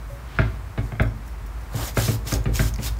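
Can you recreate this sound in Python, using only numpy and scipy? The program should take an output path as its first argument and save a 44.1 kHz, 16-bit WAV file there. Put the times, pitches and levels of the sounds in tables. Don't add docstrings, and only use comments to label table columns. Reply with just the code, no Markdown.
import sys
import numpy as np
from scipy import signal
from scipy.fft import rfft, irfft, next_fast_len
from scipy.io import wavfile
from scipy.ndimage import uniform_filter1d, map_coordinates

SR = 44100
rng = np.random.default_rng(int(sys.argv[2]) if len(sys.argv) > 2 else 0)


def makeup_ratio(level_db):
    decades = np.asarray(level_db, float) / 20
    return 10 ** decades


def generate_wav(sig):
    pcm = np.round(np.clip(np.atleast_2d(sig).T, -1, 1) * 32767).astype(np.int16)
    wavfile.write(sys.argv[1], SR, pcm)


N = 131859
T = np.arange(N) / SR


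def unit(x):
    return x / np.sqrt(np.mean(x ** 2) + 1e-20)


def along(points, hz):
    point_hz, value = np.transpose(points)
    return np.interp(np.log(hz + 1), np.log(point_hz + 1), value)


def wobble(rate):
    return map_coordinates(rng.standard_normal(int(N * rate / SR) + 4), [T * rate])


def filtered(x, response):
    size = next_fast_len(len(x) + 8192)
    return irfft(rfft(x, size) * response(np.fft.rfftfreq(size, 1 / SR)), size)[:len(x)]


def noise(spectrum, size):
    return unit(filtered(rng.standard_normal(size), lambda hz: makeup_ratio(along(spectrum, hz))))


def ring(modes, t, chance, spread_db):
    total = 0
    for k, ((hz, db, t60), c) in enumerate(zip(modes, chance)):
        decay = makeup_ratio(db + spread_db * c - 60 * t / t60)
        total = total + (-1) ** k * decay * np.sin(2 * np.pi * hz * t)
    return total


def add(track, s, x):
    part = track[round(s * SR):][:len(x)]
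    part += x[:len(part)]


# time_s, level_db
RUMBLE_LEVEL = [(0.0, -37.5), (0.13, -29.5), (0.18, -45), (0.43, -27.5), (0.49, -32), (0.77, -43),
                (0.81, -23.5), (0.98, -50), (1.02, -22.5), (1.17, -36), (2.31, -31.5), (2.41, -22.5),
                (2.44, -36), (2.5, -24.5), (2.78, -26), (2.81, -39.5), (2.9, -22.5), (2.99, -32)]
# freq_hz, level_db (per Hz)
RUMBLE_COLOUR = [(12, -61), (20, -26), (36, -13), (59, 6), (72, 0), (86, -8), (124, -8.5), (200, -31),
                 (260, -70), (440, -120)]
# freq_hz, level_db (per Hz)
HISS_COLOUR = [(120, 0), (200, 1.5), (500, -5.5), (1100, -3), (2300, -12), (3000, -18.5), (6000, -22.5),
               (15800, -27)]
DRONE_HZ, DRONE_WANDER_HZ, DRONE_DB = 52.8, 4.1, 3
HISS_DB, HISS_SWAY_DB = -44.5, 0.5


def room_tone():
    time_s, level_db = np.transpose(RUMBLE_LEVEL)
    drone_hz = DRONE_HZ + DRONE_WANDER_HZ * wobble(9)
    drone = np.sqrt(2) * np.sin(2 * np.pi * np.cumsum(drone_hz) / SR)
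    low = makeup_ratio(DRONE_DB) * drone + 0.84 * noise(RUMBLE_COLOUR, N)
    hiss = makeup_ratio(HISS_DB + HISS_SWAY_DB * wobble(6.28)) * noise(HISS_COLOUR, N)
    return makeup_ratio(np.interp(T, time_s, level_db)) * low + hiss


# freq_hz, t60_s
KITCHEN_DECAY = [(150, 0.62), (2000, 0.27), (10000, 0.23)]


def kitchen(x):
    hz, t, bins = signal.stft(rng.standard_normal(SR // 2), SR, nperseg=256)
    decay = makeup_ratio(-60 * t / along(KITCHEN_DECAY, hz)[:, None])
    tail = signal.istft(bins * decay, SR, nperseg=256)[1]
    delayed = np.pad(x, (200, 0))
    return signal.fftconvolve(delayed, tail / np.linalg.norm(tail))[:N]


# centre_s, half_width_s,
# level_db, colour_hz, colour_width_octaves
RUBS = [(.13, .035, -56, 10000, .9), (0.38, 0.098, -47.5, 1600, 1), (0.845, 0.053, -57, 5400, 1),
        (1.81, 0.055, -37, 800, 0.8), (1.83, .03, -45, 1170, .07), (1.86, .04, -45, 640, .15),
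        (1.84, 0.048, -44, 224, 0.58), (2.36, 0.026, -37, 390, 0.76), (2.485, 0.023, -35.5, 350, 0.72),
        (2.80, 0.018, -43, 450, 0.37), (2.105, 0.018, -36.5, 410, .6), (0.61, 0.15, -39.5, 92, 0.38),
        (0.19, 0.16, -44.5, 105, 0.3), (2.88, 0.076, -44, 128, 0.36)]


def rubs():
    grain = makeup_ratio(2.1 * wobble(60.25))
    total = np.zeros(N)
    for centre, half_width, db, colour_hz, octaves in RUBS:
        colour = lambda hz: np.exp(-0.5 * (np.log2((hz + 1) / colour_hz) / octaves) ** 2)
        swell = np.exp(-0.5 * ((T - centre) / half_width) ** 2)
        total += makeup_ratio(db) * swell * unit(filtered(rng.standard_normal(N), colour))
    return grain * total


# start_s, level_db
TAPS = [
    (.815, -45),
    (.920, -36),
    (.952, -40),
    (1.052, -36),
]
# pitch_hz, level_db, t60_s
RIM = [(722, -1, 0.045), (2140, -1.5, 0.035), (2500, -8, .015), (3230, -9, 0.025), (3700, -15, .012)]


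def taps():
    out, t = np.zeros(N), T[:SR // 8]
    for (s, db), c in zip(TAPS, rng.standard_normal((len(TAPS), len(RIM)))):
        roughness_db = 2.9 * noise([(300, -2), (900, -25), (2000, -90)], len(t))
        add(out, s, makeup_ratio(db + roughness_db) * ring(RIM, t, c, spread_db=1.5) * np.tanh(t / 0.0015))
    clink = ring([(561.6, 3.5, 0.24)], t, [0], spread_db=0)
    add(out, 0.098, makeup_ratio(-40.5) * clink * np.tanh(t / 0.004))
    return out


# start_s, level_db, scrape_s, ring_db, ring_tilt_db (per octave)
TICKS = [(.862, -54, .008, -14, 0), (1.019, -39, .02, -8, 2), (1.068, -62, .02, 6, -6),
         (1.262, -51, .02, -5, 3), (1.277, -46, .014, -5, 4), (1.463, -46, .015, -5, 4),
         (1.61, -55, .04, -3, 8), (1.635, -55, .03, -3, 8), (1.730, -46, .03, -12, 8),
         (1.754, -38, .008, -14, 8), (1.760, -32, .012, -16, 6), (1.946, -41, .016, -8, 6)]
# pitch_hz, level_db, t60_s
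BLADE = [(5450, -4, .14), (5900, -9, .06), (6850, -4, .12), (7550, -8, .08), (8410, -5, .05),
         (9400, -2, .03), (10050, -5, .05), (11650, 2, .05), (13080, -2, .045), (13900, -1, .03),
         (14590, -9, .04), (15600, -3, .05)]


def ticks():
    out, t = np.zeros(N), T[:SR // 4]
    octaves = np.log2(np.array(BLADE)[:, 0] / 11000)
    for (s, db, scrape_s, ring_db, tilt_db), c in zip(TICKS, rng.standard_normal((len(TICKS), len(BLADE)))):
        scrape = noise([(2500, -42), (5000, -6), (15000, -9)], len(t)) * makeup_ratio(-26 * t / scrape_s)
        blade = ring(BLADE, t, c + tilt_db / 2 * octaves, spread_db=2)
        blade = blade * (1 - np.exp(-4 * t / scrape_s))
        blade = blade * makeup_ratio(3 * scrape / np.abs(scrape).max())
        add(out, s, makeup_ratio(db) * (scrape + makeup_ratio(ring_db) * blade))
    return out


# start_s, plate_db, boom_db, hardness_db (per octave)
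KNOCKS = [
    (0.387, -7.5, -14, 2.5),
    (0.417, -25, -24, 7.5),
    (0.92, -32.5, -30, 0),
    (0.997, -11.5, -17, 1),
    (1.015, -37, -37, 2),
    (1.971, -11, -18.5, -0.5),
    (1.989, -23, -54.5, 2),
    (2.321, -19.5, -20.5, -1.8),
    (2.593, -13.5, -17, 2.7),
]
# start_s, plate_db, boom_db, hardness_db (per octave)
THUDS = [
    (0.776, -21, -24.5, 2),
    (1.743, -29.5, -24, -0.5),
    (2.080, -19, -18.5, 1),
    (2.26, -35, -39, 1),
    (2.456, -21, -19.5, 3.5),
    (2.786, -27, -27.5, 2),
]
# pitch_hz, level_db, t60_s
CLACK = [(669, -6.5, 0.067), (1384, 1, 0.027), (1627, 4.5, 0.021), (2134, -2, 0.022), (3300, -23, 0.015),
         (5060, -25, 0.011)]
DULL_CLACK = [(302, -10, 0.013), (467, 1, 0.016), (1220, -16, 0.014), (2360, -3, 0.015), (2930, -22, 0.017),
              (3900, -10.5, .012)]
# pitch_hz, level_db, t60_s
PLATE = [(546, 0.5, 0.14), (634.6, 4, 0.16), (818, -10.5, 0.16), (1225, -9.5, 0.18), (1361, -16, 0.36),
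         (1607, 0, 0.16), (1570, -32, .12), (1770, -41, 0.11), (2330, -12, 0.28), (2300, -25.5, 0.1),
         (3330, -21.5, 0.26), (3460, -10, 0.025)]
DULL_PLATE = [(287, 9.5, 0.14), (457.3, 6, 0.22), (667, 4, 0.14), (826, 0.5, 0.088), (1221, 0.5, 0.13),
              (2195, -6, 0.3), (2310, -4, 0.12), (2897, -7.5, 0.082)]
# pitch_hz, level_db, t60_s
HOB = [(56.2, -6, 0.28), (90.3, -7.5, 0.3), (111.8, 2, 0.28), (145.1, -0.5, 0.18), (214.7, -3.5, 0.15),
       (275, -14, 0.24), (320, -15.5, 0.18), (380, -8, 0.1)]
# freq_hz, level_db (per Hz)
CHATTER = [(250, 2), (400, -0.5), (600, 4.5), (1000, -9), (1500, -3), (2300, -10), (2900, -24.5),
           (3500, -18)]
CHATTER_S, CHATTER_DB = 0.18, -11
CRACK_S, CRACK_DB = 0.036, -7
RING_DB, BOOM_RISE_S = -17.5, 0.007


def knocks(table, clack_modes, plate_modes):
    out, t = np.zeros(N), T[:SR // 2]
    for (s, db, boom_db, hard_db), c in zip(table, rng.standard_normal((len(table), 26))):
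        lumps = makeup_ratio(1.76 * map_coordinates(rng.standard_normal(60), [t * 110]))
        chatter = noise(CHATTER + [(9000, -60)], len(t)) * lumps * makeup_ratio(CHATTER_DB - 60 * t / CHATTER_S)
        crack = noise([(800, 16), (2500, 11), (5000, -37), (9000, -30)], len(t))
        crack = crack * makeup_ratio(CRACK_DB - 60 * t / CRACK_S)
        clack = 0.5 * ring(clack_modes, t, c[20:], spread_db=1.5)
        plate_ring = makeup_ratio(RING_DB) * lumps * ring(plate_modes, t, c, spread_db=1.5)
        plate = (clack + chatter + crack + plate_ring) * (1 - np.exp(-t / 0.00066))
        hardness = lambda hz: makeup_ratio(hard_db * np.log2(np.clip(hz, 400, 5000) / 1400))
        boom = ring(HOB, t, c[12:], spread_db=2.03) * (1 - np.exp(-t / BOOM_RISE_S))
        add(out, s, makeup_ratio(db) * filtered(plate, hardness) + makeup_ratio(boom_db + 2.5) * boom)
    return out


# start_s, peak_db, pitch_hz, puff_db
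SNAPS = [(1.798, -32, 7000, 0), (1.806, -34, 8000, 0), (1.833, -34, 7000, 0), (1.979, -24, 6800, -4),
         (2.022, -16, 6500, -7.5), (2.273, -28, 6500, -3), (2.326, -14, 6300, -7.5),
         (2.339, -12.5, 6557, -7.5), (2.442, -29, 7060, -7.5), (2.543, -30, 6500, -2),
         (2.558, -17.5, 6500, -7.5), (2.649, -30, 5858, -2), (2.657, -30, 6000, -2), (2.664, -32, 7400, 0),
         (2.680, -22, 6300, -7.5), (2.690, -35, 7000, -7.5), (2.739, -25.5, 6500, -6),
         (2.744, -28.5, 5800, -7.5), (2.7605, -30, 2200, 0), (2.783, -41, 9300, 3), (2.797, -48, 6000, 4),
         (2.832, -30, 6500, -2), (2.969, -41, 6000, -2), (2.988, -42, 6960, 2)]
SNAP_S = 0.0076


def snaps():
    out, t = np.zeros(N), T[:SR // 50]
    for s, db, hz, puff_db in SNAPS:
        puff = makeup_ratio(puff_db) * noise([(1500, -19), (5000, 6), (15000, -7)], len(t))
        add(out, s, makeup_ratio(db - 3 - 60 * t / SNAP_S) * (np.sin(2 * np.pi * hz * t) + puff))
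    return out


CELLS_PER_S, CELL_HZ, CELL_OCTAVES = 1700, 6300, 0.49
CELL_CYCLES, CELL_SPREAD_DB = 2.2, 2


def cells():
    when, size, pitch = rng.random((3, 9000))
    keep = np.arange(9000) < CELLS_PER_S * N / SR
    octaves = CELL_OCTAVES * 1.86 * np.log(pitch / (1 - pitch)) / 3
    hz = np.clip(CELL_HZ * 2 ** octaves, 800, 15000)[:, None]
    size_db = -CELL_SPREAD_DB * np.log(1 - 0.98 * size)[:, None]
    t = T[:128]
    grain = makeup_ratio(size_db - 26 * t * hz / CELL_CYCLES) * np.sin(2 * np.pi * hz * t)
    at = (when * N).astype(int)[:, None] + np.arange(128)
    return unit(np.bincount(at.ravel(), (grain * keep[:, None]).ravel())[:N])


def patchy(x, depth_db):
    bins = signal.stft(x, nperseg=256)[2]
    field = uniform_filter1d(rng.standard_normal(bins.shape), size=4, axis=0)
    field = uniform_filter1d(field, size=12, axis=1)
    return signal.istft(bins * makeup_ratio(depth_db * unit(field)), nperseg=256)[1][:len(x)]


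# start_s, bite_s, push_end_s, bite_db, end_db
STROKES = [
    (1.712, 0.055, 1.896, -37.5, -35),
    (1.948, 0.026, 2.152, -30, -36),
    (2.248, 0.031, 2.357, -32.5, -34),
    (2.524, .03, 2.689, -31.5, -36.5),
    (2.798, 0.044, 2.885, -32, -33),
]
# freq_hz, level_db (per Hz)
CRUNCH = [(180, -33), (300, -3), (853, -3.5), (1190, -3.5), (2720, -5), (6670, -3), (10400, -6.5),
          (15000, -5), (15800, -9.5)]
# pitch_hz, level_db, t60_s
HELD_BLADE = [(5450, -4, .05), (6850, 0, .06), (8410, -3, .04), (10050, -3, .04), (11750, -4, .04),
              (13500, -4, .04), (14590, 0, .05)]
BITE_DB, LIFT_DB_PER_S, ARCH_DB = 21.5, 650, 2
CELLS_DB, SING_DB = -3.5, -13
PATCHY_DB, FLUTTER_DB = 1.6, 0.9


def strokes():
    push = np.zeros(N)
    for s, bite, end, bite_db, end_db in STROKES:
        times = [s - 1, s, s + bite, (s + bite + end) / 2, end, end + 1]
        middle_db = (bite_db + end_db) / 2 + ARCH_DB
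        start_db = bite_db - BITE_DB
        levels = [start_db - 896, start_db, bite_db, middle_db, end_db, end_db - LIFT_DB_PER_S]
        push += makeup_ratio(np.interp(T, times, levels))
    tear = makeup_ratio(CELLS_DB) * cells() + noise(CRUNCH, N) * makeup_ratio(1.05 * wobble(250))
    blade = ring(HELD_BLADE, T[:SR // 8], np.zeros(len(HELD_BLADE)), spread_db=0)
    sing = signal.fftconvolve(tear, blade)[:N]
    crunch = patchy(unit(tear) + makeup_ratio(SING_DB) * unit(sing), PATCHY_DB)
    return push * makeup_ratio(FLUTTER_DB * wobble(40)) * unit(crunch)


def scene():
    plate = knocks(KNOCKS, CLACK, PLATE) + knocks(THUDS, DULL_CLACK, DULL_PLATE)
    near = rubs() + taps() + ticks() + plate + snaps() + strokes()
    wet_db = -10.5
    return (near + makeup_ratio(wet_db) * kitchen(near) + room_tone())[None]


def top_cut(x):
    return signal.sosfilt(signal.butter(12, 16590, fs=SR, output="sos"), x)


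def record(dry):
    low_cut_hz, top_hz = 30, 15750
    dip_hz, dip_width_hz, dip_db = 10300, 337, -3.5

    def microphone(hz):
        dip = makeup_ratio(dip_db * np.exp(-0.5 * ((hz - dip_hz) / dip_width_hz) ** 2))
        return dip * (hz < top_hz) * hz ** 2 / (hz ** 2 + low_cut_hz ** 2)

    return top_cut(filtered(dry[0], microphone)[None])


dry = scene()
out = record(dry)
generate_wav(out)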